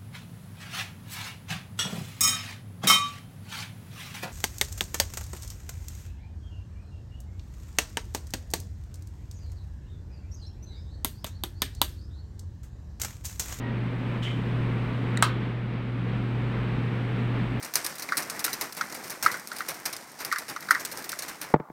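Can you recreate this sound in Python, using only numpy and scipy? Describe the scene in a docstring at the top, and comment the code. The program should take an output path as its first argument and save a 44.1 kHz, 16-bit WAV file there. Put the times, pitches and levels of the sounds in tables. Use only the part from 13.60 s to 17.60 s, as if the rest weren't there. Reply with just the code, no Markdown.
"""A flip phone snapping shut

A flip phone is folded by hand above a desk. The lid rubs briefly, the hinge ticks over its catch,
then the lid slaps onto the body and rebounds once; each impact excites damped modes of vibration.
The small room answers with a few early echoes and a short tail. Beneath lie mains hum, the soft
rush of ventilation, a thin hiss and, at the outset, a faint ring."""
import sys
import numpy as np
from scipy import signal
from scipy.fft import rfft, irfft
from scipy.io import wavfile
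from scipy.ndimage import uniform_filter1d

SR = 44100
rng = np.random.default_rng(int(sys.argv[2]) if len(sys.argv) > 2 else 0)


def store_wav(level_fs):
    """Save 16-bit WAV to argv[1]."""
    pcm = np.round(np.clip(np.atleast_2d(level_fs), -1, 1) * 32767)
    wavfile.write(sys.argv[1], SR, pcm.T.astype(np.int16))


N = 176400
TIME = np.arange(N) / SR
LOG_HZ = np.log(np.fft.rfftfreq(N, 1 / SR) + 1)


def undb(db):
    """Amplitude ratio of a level in decibels."""
    return 10 ** (np.asarray(db) / 20)


def unit(x):
    """Normalisation to rms 1."""
    return x / np.sqrt(np.mean(x ** 2))


def colour(x, spectrum):
    """Spectral shaping by (Hz, dB) points on a log-frequency axis."""
    hz, db = np.array(spectrum).T
    return irfft(rfft(x) * undb(np.interp(LOG_HZ, np.log(hz), db)), N)


def noise(spectrum):
    """Filtered Gaussian noise of rms 1."""
    return unit(colour(rng.standard_normal(N), spectrum))


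def wander(rate_hz):
    """Smoothed random fluctuation of rms 1."""
    hold = int(SR / rate_hz)
    steps = np.repeat(rng.standard_normal(N // hold + 1), hold)
    return unit(uniform_filter1d(uniform_filter1d(steps, hold), hold)[:N])


def decay(t, t60):
    """Exponential decay by 60 dB in t60 seconds, silent before t = 0."""
    return (t >= 0) * np.exp(-np.log(1000) * np.maximum(t, 0) / t60)


def swell(start, attack, t60):
    """Linear attack, then exponential decay; times in seconds."""
    age = TIME - start
    return np.clip(age / attack, 0, 1) * decay(np.maximum(age - attack, 0), t60)


# Lines of the hum. Each row: frequency in Hz, relative level in dB.
HUM_LINES = [(26, -58), (55, -49), (119.8, -30.5), (265, -48.5), (359.7, -51)]

def mains_hum(waver_db=1.0, drift=.002):
    """A line spectrum with slight random modulation of amplitude and frequency."""
    out = np.zeros(N)
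    for hz, db in HUM_LINES:
        amplitude = np.sqrt(2) * undb(db + waver_db * wander(6.22))
        phase = 2 * np.pi * hz * np.cumsum(1 + drift * wander(4)) / SR
        out += amplitude * np.sin(phase)
    return out


# Spectrum of the moving air. Each row: frequency in Hz, relative spectral density in dB.
AIR_SPECTRUM = [(15, -9.5), (26, -10.5), (38, -16), (56, -2), (85, -9), (135, -0.5), (185, 3), (250, 1),
                (320, -6.5), (450, -8), (650, -15.5), (1150, -15.5), (1600, -17.5), (2300, -18.5),
                (3700, -29), (5000, -42), (7000, -57.5), (15500, -77.5)]

def ventilation(flicker_db=0.75):
    """Broadband noise, strongest in the bass, flickers slightly in level."""
    return noise(AIR_SPECTRUM) * undb(-33 + flicker_db * wander(12))


# Spectrum of the hiss. Each row: frequency in Hz, relative spectral density in dB.
HISS_SPECTRUM = [(2000, 0), (5000, 2), (6700, -2.5), (8400, 2), (9500, -5.5), (12000, -9), (15500, -6)]
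# Slow changes of level. Each row: time in seconds, gain of hum and air in dB, gain of hiss in dB.
BACKGROUND_GAINS = [(0, -2, -8), (.2, -1, -4), (.55, -0.5, -0.5), (1.0, 1.5, -0.5), (1.58, 1.5, -0.5),
                    (1.8, -0.5, -4.5), (2.15, -2.5, -8), (2.65, 0.5, -2.5), (3.1, 1.36, -1.5), (4, 1.5, 0)]

def background():
    """Slow amplitude modulation makes hum, ventilation and a thin hiss rise and sink."""
    times, rush_db, hiss_db = np.array(BACKGROUND_GAINS).T
    rush = (mains_hum() + ventilation()) * undb(np.interp(TIME, times, rush_db))
    hiss = noise(HISS_SPECTRUM) * undb(-65.5 + np.interp(TIME, times, hiss_db))
    return rush + hiss


# Partials of the ring. Each row: frequency in Hz, peak level in dB.
RING_PARTIALS = [(947, -42.5), (1879, -41.5), (1927, -44)]

def faint_ring():
    """A few decaying partials waver through random phase modulation."""
    partials = sum(undb(db) * np.sin(2 * np.pi * hz * TIME + 0.9 * wander(40))
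                   for hz, db in RING_PARTIALS)
    return partials * swell(start=0.013, attack=0.031, t60=0.48)


# Reflections from desk and walls. Each row: delay in seconds, gain in dB.
EARLY_ECHOES = [(.0072, -18.5), (.0135, -18.5), (0.0169, -28), (.0208, -19.5)]
# Bands of the diffuse tail. Each row: frequency in Hz, gain in dB, T60 in seconds.
TAIL_BANDS = [(400, -14, .3), (800, -13, 0.12), (1058, -3, 0.22), (1290, -6, .26), (2000, -6, .3),
              (3000, -4.5, 0.37), (4500, -4, 0.2), (6000, -4.5, .16), (8200, -21.5, 0.13),
              (11040, -8, 0.14), (15400, -10, .105)]

def room(x, smear_t60=.003, build_s=.005):
    """Reverberation: convolution with scattered early echoes and a tail that decays band by band."""
    early = sum(undb(db) * decay(TIME - delay, smear_t60) for delay, db in EARLY_ECHOES)
    response = early * rng.standard_normal(N) / np.linalg.norm(decay(TIME, smear_t60))
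    white = rfft(rng.standard_normal(N))
    log_centres = np.log([row[0] for row in TAIL_BANDS])
    for selector, (_, db, t60) in zip(np.eye(len(TAIL_BANDS)), TAIL_BANDS):
        band = irfft(white * np.interp(LOG_HZ, log_centres, selector), N)
        envelope = swell(0, build_s, t60)
        response += undb(db) * band * envelope / np.linalg.norm(envelope)
    return signal.fftconvolve(x, response)[:N]


# Spectrum of sliding friction. Each row: frequency in Hz, relative level in dB.
FRICTION_SPECTRUM = [(800, -11), (2300, 2), (3400, 4), (4600, -12), (6000, -13.5), (7700, -14),
                     (10000, -25), (15000, -33)]
# Rubs of the folding lid. Each row: start in seconds, level in dB, resonance in Hz.
LID_RUBS = [(.622, -38, 3000), (.646, -37.5, 3080), (.655, -44, 2380), (.672, -39, 2100),
            (.700, -38.5, 3050)]

def lid_friction(bandwidth_hz=89, grain_depth=.22):
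    """Grainy friction excites narrow resonances over a soft sliding hiss."""
    out = undb(-39.5) * noise(FRICTION_SPECTRUM) * swell(start=.621, attack=.01, t60=.5)
    for start, db, hz in LID_RUBS:
        grains = rng.standard_normal(N) * np.exp(grain_depth * wander(600))
        resonator = signal.iirpeak(hz, hz / bandwidth_hz, fs=SR)
        rub = unit(signal.lfilter(*resonator, colour(grains, FRICTION_SPECTRUM)))
        out += undb(db) * rub * swell(start, attack=0.0064, t60=0.23)
    return out


# Spectrum of the sharp crack of contact. Each row: frequency in Hz, relative level in dB.
CRACK_SPECTRUM = [(300, -21), (1000, -3), (3000, 0), (5200, -6.5), (8500, -0.5), (11000, -8.5),
                  (15500, -15.5)]

def impacts(contacts, modes, slope_db_per_octave=3.5, crack_t60=0.013):
    """Modal superposition: each contact favours the modes near one frequency and adds a noise burst."""
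    ringing, crack_envelope = np.zeros(N), np.zeros(N)
    age = TIME[:N // 16]
    for start, db, favoured_hz, crack_db in contacts:
        first = int(start * SR)
        for k, (hz, mode_db, t60) in enumerate(modes):
            gain = undb(db + mode_db - slope_db_per_octave * abs(np.log2(hz / favoured_hz)))
            mode = decay(age, t60) * np.cos(2 * np.pi * hz * age)
            # neighbouring modes swing in opposite directions
            ringing[first:first + len(age)] += (-1) ** k * gain * mode
        crack_envelope += undb(crack_db) * decay(TIME - start, crack_t60)
    return ringing + crack_envelope * noise(CRACK_SPECTRUM)


# Contacts at the catch. Each row: start in seconds, drive in dB, favoured frequency in Hz, crack in dB.
CATCH_CONTACTS = [(1.5730, -22.5, 5000, -42.5), (1.5735, -26, 7500, -43), (1.5746, -21.5, 2800, -50)]
# Modes of the hinge. Each row: frequency in Hz, relative level in dB, T60 in seconds.
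HINGE_MODES = [(1450, -1.5, .014), (1990, 0.5, 0.011), (3800, -3.5, 0.0089), (4270, -6.5, .008),
               (5700, -21, .012), (7140, -4.5, .008), (8000, -7, .007), (8650, -7, .005),
               (9660, -15, 0.0079)]

def hinge_tick():
    """Light impulses set the hinge into free vibration as it passes its catch."""
    return impacts(CATCH_CONTACTS, HINGE_MODES)


# Blows of the lid. Each row: start in seconds, drive in dB, favoured frequency in Hz, crack in dB.
LID_CONTACTS = [(1.6247, 0.5, 8300, -18), (1.6254, 1.5, 1170, -27), (1.6279, -24, 1113, -34.5),
                (1.6286, -5.5, 3000, -27)]
# Modes of the closed case. Each row: frequency in Hz, relative level in dB, T60 in seconds.
CASE_MODES = [(750, -6, 0.011), (1045, -21.5, 0.03), (1107, -19, .05), (1265, -1.5, 0.0052),
              (1372, -22, 0.059), (1500, -13, 0.0091), (2170, -12.5, 0.022), (2660, -18, 0.0079),
              (3080, -20.5, 0.02), (3320, -12, 0.0096), (3640, -13.5, 0.022), (3950, -18.5, .018),
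              (4520, -27.5, 0.023), (6130, -26, 0.0038), (7560, -13.5, 0.014), (8070, -3.5, 0.0028),
              (9560, -23.5, .004)]

def lid_slap():
    """The impact and rebound of the lid excite the heavily damped modes of the case."""
    return impacts(LID_CONTACTS, CASE_MODES)


def scene():
    """Direct sound, reverberation and background superpose in mono."""
    lid, hinge = lid_slap(), hinge_tick()
    reverberation = room(lid + undb(-7) * hinge)  # the hand shelters the hinge
    return (lid + hinge + reverberation + lid_friction() + faint_ring() + background())[None]


def record(dry, ceiling_db=-3, cutoff_hz=15800):
    """Soft saturation rounds the loudest peaks; a steep low-pass removes the highest treble."""
    rounded = undb(ceiling_db) * np.tanh(dry / undb(ceiling_db))
    return signal.sosfilt(signal.ellip(10, .1, 80, cutoff_hz, fs=SR, output="sos"), rounded)


dry = scene()
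out = record(dry)
store_wav(out)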